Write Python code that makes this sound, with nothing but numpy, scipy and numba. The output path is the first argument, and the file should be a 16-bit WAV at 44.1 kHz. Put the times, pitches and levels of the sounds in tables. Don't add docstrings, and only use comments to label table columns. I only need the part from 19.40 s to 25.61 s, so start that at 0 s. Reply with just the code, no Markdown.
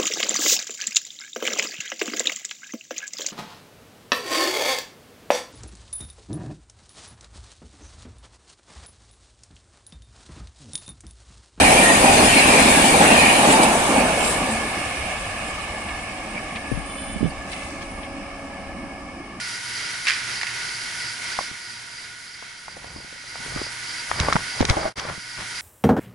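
import sys
import numpy as np
from scipy import signal
from scipy.fft import rfft, irfft
from scipy.io import wavfile
from scipy.ndimage import uniform_filter1d, minimum_filter1d
from numba import njit

SR = 44100
rng = np.random.default_rng(int(sys.argv[2]) if len(sys.argv) > 2 else 0)


def generate_wav(sig):
    pcm = np.round(np.clip(np.atleast_2d(sig).T, -1, 1) * 32767).astype(np.int16)
    wavfile.write(sys.argv[1], SR, pcm)


N = 273861
T = np.arange(N) / SR
FREQS = np.maximum(np.fft.rfftfreq(N, 1 / SR), 1)


def undb(db):
    return 10 ** (np.asarray(db) / 20)


def unit(x):
    return x / np.sqrt(np.mean(x ** 2))


def shape(points):
    hz, db = np.transpose(points)
    return np.interp(np.log(FREQS), np.log(hz), db)


def resonance(hz, width_hz):
    return 1 / (1 + 1j * (FREQS ** 2 - hz ** 2) / (FREQS * width_hz))


def noise(gain, side_db, pan_db=0):
    mid, side = rfft(rng.standard_normal((2, N)))
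    side = side * undb(side_db)
    left = (mid + side) * undb(pan_db / 2)
    right = (mid - side) * undb(-pan_db / 2)
    return unit(irfft(gain * np.array([left, right]), N))


def band(x, low_hz, high_hz, order=2):
    sos = signal.butter(order, [low_hz, min(high_hz, .45 * SR)], "band", fs=SR, output="sos")
    return signal.sosfilt(sos, x)


def walk(rate):
    return unit(irfft(rfft(rng.standard_normal(N)) * np.exp(-(FREQS / rate) ** 2), N))


def add(out, s, sound):
    start = max(int(s * SR), 0)
    out[:, start:start + sound.shape[-1]] += sound[..., :N - start]


# (frequency [Hz], relative level per Hz [dB])
FLOW_SPECTRUM = [(25, -16), (70, -13.5), (180, -13), (370, -15), (540, -20.5), (650, -17), (1080, -15.5),
                 (1900, -7.5), (2750, -10), (4000, -8), (5400, -1.5), (8400, -8), (9400, -1.5), (11200, -7)]
# (frequency [Hz], width [Hz], lift [dB])
PIPE_RESONANCES = [(120.5, 16, 8), (934, 25, 9), (1461, 240, 9.5), (1965, 83, 4), (2165, 280, 6.5),
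                   (3154, 88, 3.5), (4147, 310, 3.5)]
# (frequency [Hz], side minus mid [dB])
FLOW_WIDTH = [(60, -7), (110, -11), (340, -4), (600, -1.5), (1080, -2), (1920, -4.5), (6100, -6.5),
              (10900, -5)]
# (frequency [Hz], left minus right [dB])
FLOW_PLACE = [(110, 2), (340, 0.5), (900, -3), (3400, -2.5), (10900, 0.5)]


def flow(rush_db=-31.5, hiss_db=-37, flutter_db=1.1):
    lift = sum(db * abs(resonance(hz, width)) ** 2 for hz, width, db in PIPE_RESONANCES)
    colour = undb(shape(FLOW_SPECTRUM) + lift)
    high = 1 / (1 + (3500 / FREQS) ** 4)
    width, place = shape(FLOW_WIDTH), shape(FLOW_PLACE)
    rush = noise(colour * np.sqrt(1 - high), width, place)
    hiss = noise(colour * np.sqrt(high), width, place)
    return rush * undb(rush_db + flutter_db * walk(5.7)), hiss * undb(hiss_db + flutter_db * walk(20))


# (frequency [Hz], rms level at the reference distance [dB])
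MOTOR_TONES = [(118.4, -55.5), (721.4, -65.5), (946.5, -54), (1454, -45.5), (1492, -53), (1916, -49.5),
               (1992, -51.5), (2163.5, -50), (2805.5, -56), (3138, -55.5), (4640, -61), (4748, -49)]


def motors(waver_hz=0.97, scatter=0.19):
    out = np.zeros((2, N))
    knots = np.arange(0, T[-1] + 1, 1 / 4)
    for hz, db in MOTOR_TONES:
        phase = 2 * np.pi * np.cumsum(hz + waver_hz * walk(4.96)) / SR
        tone = np.exp(1j * phase)
        for side in range(2):
            random_field = rng.standard_normal(len(knots)) + 1j * rng.standard_normal(len(knots))
            field = np.interp(T, knots, 1 + scatter * random_field)
            out[side] += undb(db) * unit((tone * field).real)
    return out


def throb(rate_hz=3.125, first_s=0.362, resumed_s=6.2, ring_hz=4810, width_hz=460, ring_db=-37.5,
          edge=1.65, skew=0.46):
    anchor_s = np.where(T < DROPOUT[5][0], first_s, resumed_s)
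    angle = 2 * np.pi * rate_hz * (T - anchor_s)
    skewed_turn = np.cos(angle + skew * np.cos(angle))
    contact = .5 + .5 * np.tanh(edge * (skewed_turn + 0.43))
    airy_ring = noise(resonance(ring_hz, width_hz) ** 2, -31, -2.4)
    return airy_ring * contact * undb(ring_db + 2.2 * walk(26))


# (time [s], strike level before the common trim [dB], echo re strike [dB])
CLANK_STRIKES = [(.653, -26, -3), (0.6696, -17, 1.5), (0.6823, -18.5, -4), (.715, -33, -2),
                 (1.012, -25.5, -2), (1.067, -30, 0)]
# (frequency [Hz], relative level per Hz [dB])
CLANK_SPECTRUM = [(300, -51), (750, -15.5), (1400, 0.5), (2100, 8.5), (3200, -4), (5300, -4.5), (8000, -17),
                  (11000, -17.5)]


def clanks(strike_s=0.0047, early_s=0.046, room_t60_s=0.98, late_db=-8, grain_db=4.0, trim_db=-2.5):
    power = np.zeros(N)
    reflections = undb(2 * grain_db * walk(330))
    for s, db, echo_db in CLANK_STRIKES:
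        age = np.maximum(T - s, 0)
        strike = np.exp(-2 * age / strike_s)
        early = reflections * np.exp(-2 * age / early_s)
        late = undb(2 * late_db) * np.exp(-2 * np.log(1000) * age / room_t60_s)
        power += (T >= s) * undb(2 * db) * (strike + undb(2 * echo_db) * (early + late))
    return noise(undb(shape(CLANK_SPECTRUM)), -7.0, -2.8) * np.sqrt(power) * undb(trim_db)


# (frequency [Hz], gain [dB])
CASE_RESPONSE = [(35, 4.5), (150, 2), (350, -0.5), (600, 0.5), (1000, 2.5), (1750, 2), (2150, 3.5),
                 (2400, 1.5), (2650, -4.5), (3350, 1), (4300, -3), (5600, 5.5), (11000, -8.5)]


def through_case(x):
    cepstrum = irfft(np.log(undb(shape(CASE_RESPONSE))), N)
    causal = cepstrum * (1 + np.sign(np.fft.fftfreq(N)))
    return irfft(rfft(x) * np.exp(rfft(causal)), N)


CONTACT_S, RING_TURNS = 0.0021, 0.44


def tap(db, hz, crunch=0.78, attack_turns=0.082, port_lag_turns=0.26, longest_lag_s=0.00093, spread=1.575):
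    t = np.arange(SR // 8) / SR
    left_lag_s = min(port_lag_turns / hz, longest_lag_s)
    age = np.maximum(t - np.array([[left_lag_s], [0]]), 0)
    raw = rng.standard_normal((2, len(t))) + rng.standard_normal(len(t))
    grit = unit(band(raw, hz / spread ** 2, hz * spread))
    attack = 1 - np.exp(-age * hz / attack_turns)
    decay = np.exp(-age / (CONTACT_S + RING_TURNS / hz))
    blow = (np.sin(2 * np.pi * hz * age) + crunch * grit) * attack * decay
    return undb(db) * blow / abs(blow).max()


def slide(s, half_s, db, top_hz, rumble_db, grain_db=3.0, low_hz=350, rumble_hz=170):
    t = np.arange(-SR // 4, SR // 4) / SR
    grip = undb(grain_db * unit(uniform_filter1d(rng.standard_normal(len(t)), SR // 300)))
    raw = rng.standard_normal((2, len(t))) + rng.standard_normal(len(t))
    scrape = unit(band(raw, low_hz, top_hz) * grip)
    rumble = unit(band(rng.standard_normal(len(t)), 41, rumble_hz))
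    swell = np.exp(-(t / half_s) ** 2)
    return s + t[0], undb(db) * swell * (scrape + undb(rumble_db) * rumble)


# (middle [s], half length [s], scrape level [dB], bright up to [Hz], rumble re scrape [dB])
SKIN_RUBS = [(3.5, 0.19, -50.5, 1100, 0.5), (4.118, 0.2, -48.5, 1050, 1.5), (4.167, 0.041, -36, 1720, -6.5),
             (4.865, 0.12, -29.5, 1750, -5), (5.399, 0.22, -32.5, 1380, -12),
             (5.589, 0.019, -31.5, 4500, -10), (5.68, 0.055, -32.5, 1570, -8), (6.008, 0.04, -35, 3520, -8)]


def rubs():
    out = np.zeros((2, N))
    for rub in SKIN_RUBS:
        add(out, *slide(*rub))
    return out


# (time [s], blow level [dB])
HOLLOW_BUMPS = [(5.305, -24.5), (5.3695, -18.5), (5.394, -34), (5.444, -31), (5.454, -25.5)]
# (frequency [Hz], relative level [dB], t60 [s])
HOLLOW_MODES = [(350, -7.5, 0.045), (645, 2.5, 0.069), (778, 1, 0.048), (915, -11, 0.034), (1440, -12, .05)]


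def hollow_ring(port_lag_s=0.00037, slide_s=0.028, slide_db=-26):
    out, t = np.zeros((2, N)), np.arange(SR // 3) / SR
    age = np.maximum(t - np.array([[port_lag_s], [0]]), 0)
    ring = np.zeros((2, len(t)))
    for hz, db, t60 in HOLLOW_MODES:
        ring += undb(db) * np.sin(2 * np.pi * hz * age) * np.exp(-np.log(1000) * age / t60)
    for s, db in HOLLOW_BUMPS:
        friction = undb(slide_db) * rng.standard_normal(len(t)) * np.exp(-t / slide_s)
        force = (t == 0) + friction
        add(out, s, undb(db) * signal.fftconvolve(ring, force[None]))
    return out


# (start [s], end [s], typical tap peak before the case response [dB])
FUMBLE_SPELLS = [(3.501, 3.85, -36), (3.978, 4.3, -29.5), (5.6, 5.8, -29)]


def fumbles(taps_per_s=18, typical_hz=400, scatter_octaves=1.1, scatter_db=3):
    out = np.zeros((2, N))
    for start, end, db in FUMBLE_SPELLS:
        slots = np.arange(start, end, 1 / taps_per_s)
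        chances = rng.uniform(-1.2, 1, (len(slots), 3))
        for s, (late, force, hardness) in zip(slots, chances):
            hz = typical_hz * 2 ** (scatter_octaves * hardness)
            add(out, s + .5 * late / taps_per_s, tap(db + scatter_db * force, hz))
    return out


# (time [s], peak level before the case response [dB], pitch [Hz])
SHORT_KNOCKS = [(1.032, -11, 2200), (1.9887, -11, 794), (2.008, -21.5, 600), (2.113, -29, 286),
                (3.025, -29.5, 710), (3.281, -22, 890), (3.367, -29, 517), (3.444, -25, 705),
                (3.561, -25.5, 302), (3.956, -24.5, 910), (4.161, -18.5, 300), (4.215, -17.5, 394),
                (4.7141, -4, 1210), (4.885, -5.5, 600), (4.9542, -8.5, 191), (4.9573, -8.5, 1450),
                (4.964, -6, 955), (5.226, -2, 540)]


def knocks():
    out = np.zeros((2, N))
    for s, db, hz in SHORT_KNOCKS:
        add(out, s, tap(db, hz))
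    return out


# (time [s], knock level [dB], knock pitch [Hz], click level [dB], squeeze level [dB])
HAND_GRIPS = [(4.7939, -20, 1500, -7.5, -16), (4.9256, -6.5, 1310, -7.5, -36), (5.2059, 3, 260, -5.5, -11),
              (5.246, -12, 396, -3.5, -24), (5.2925, -21, 1490, -3, -7.5)]
CLICK_AFTER_S, CLICK_HZ = .0058, 4010
HEAVE_AFTER_S, HEAVE_HZ = .0098, 79
SLIP_HALF_S, SLIP_TOP_HZ, SLIP_DB, SLIP_RUMBLE_DB = 0.015, 3350, -11.5, -4.5


def grips():
    out = np.zeros((2, N))
    for s, knock_db, hz, click_db, squeeze_db in HAND_GRIPS:
        heave_s = s + HEAVE_AFTER_S
        add(out, s, tap(knock_db, hz))
        add(out, s + CLICK_AFTER_S, tap(click_db, CLICK_HZ))
        add(out, heave_s, tap(squeeze_db, HEAVE_HZ))
        add(out, *slide(heave_s, SLIP_HALF_S, squeeze_db + SLIP_DB, SLIP_TOP_HZ, SLIP_RUMBLE_DB))
    return out


# (time [s], level [dB])
NEARNESS = [(0, -35), (2.02, -35), (2.12, -40), (2.7, -42), (2.9, -44.5), (3.3, -46), (3.85, -44),
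            (4.08, -37), (5.3, -35), (5.66, -41.5), (6.2, -36)]


def scene(hiss_reach=1.05, bass_reach=0.64, bass_db=-2, bass_hz=220):
    db = np.interp(T, *np.transpose(NEARNESS))
    near = undb(db - db[:SR].mean())
    rush, hiss = flow()
    bass = irfft(rfft(rush) / (1 + (FREQS / bass_hz) ** 4), N)
    machinery = near ** bass_reach * undb(bass_db) * bass
    machinery += near * (rush - bass + motors())
    machinery += near ** hiss_reach * (hiss + throb())
    case_sounds = rubs() + hollow_ring() + fumbles() + knocks() + grips()
    return machinery + clanks() + through_case(case_sounds)


@njit
def peak_hold(x, release):
    held, out = 0., np.empty(len(x))
    for i in range(len(x)):
        held = max(x[i], held * release)
        out[i] = held
    return out


# (time [s], gain [dB])
DROPOUT = [(5.485, 0), (5.5, -9), (5.523, -12), (5.528, -27), (5.541, -32), (5.544, -60), (5.554, -60),
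           (5.558, -12), (5.572, 0)]
TOP_HZ = 11150


def record(dry, ceiling=0.7, release_s=0.13):
    peak = peak_hold(abs(dry).max(axis=0), np.exp(-1 / (release_s * SR)))
    lowest_gain = minimum_filter1d(ceiling / np.maximum(peak, ceiling), size=45)
    gain = uniform_filter1d(lowest_gain, size=45)
    gate = undb(np.interp(T, *np.transpose(DROPOUT)))
    top_cut = signal.ellip(14, .2, 75, TOP_HZ, fs=SR, output="sos")
    return signal.sosfilt(top_cut, dry * gain * gate)


dry = scene()
out = record(dry)
generate_wav(out)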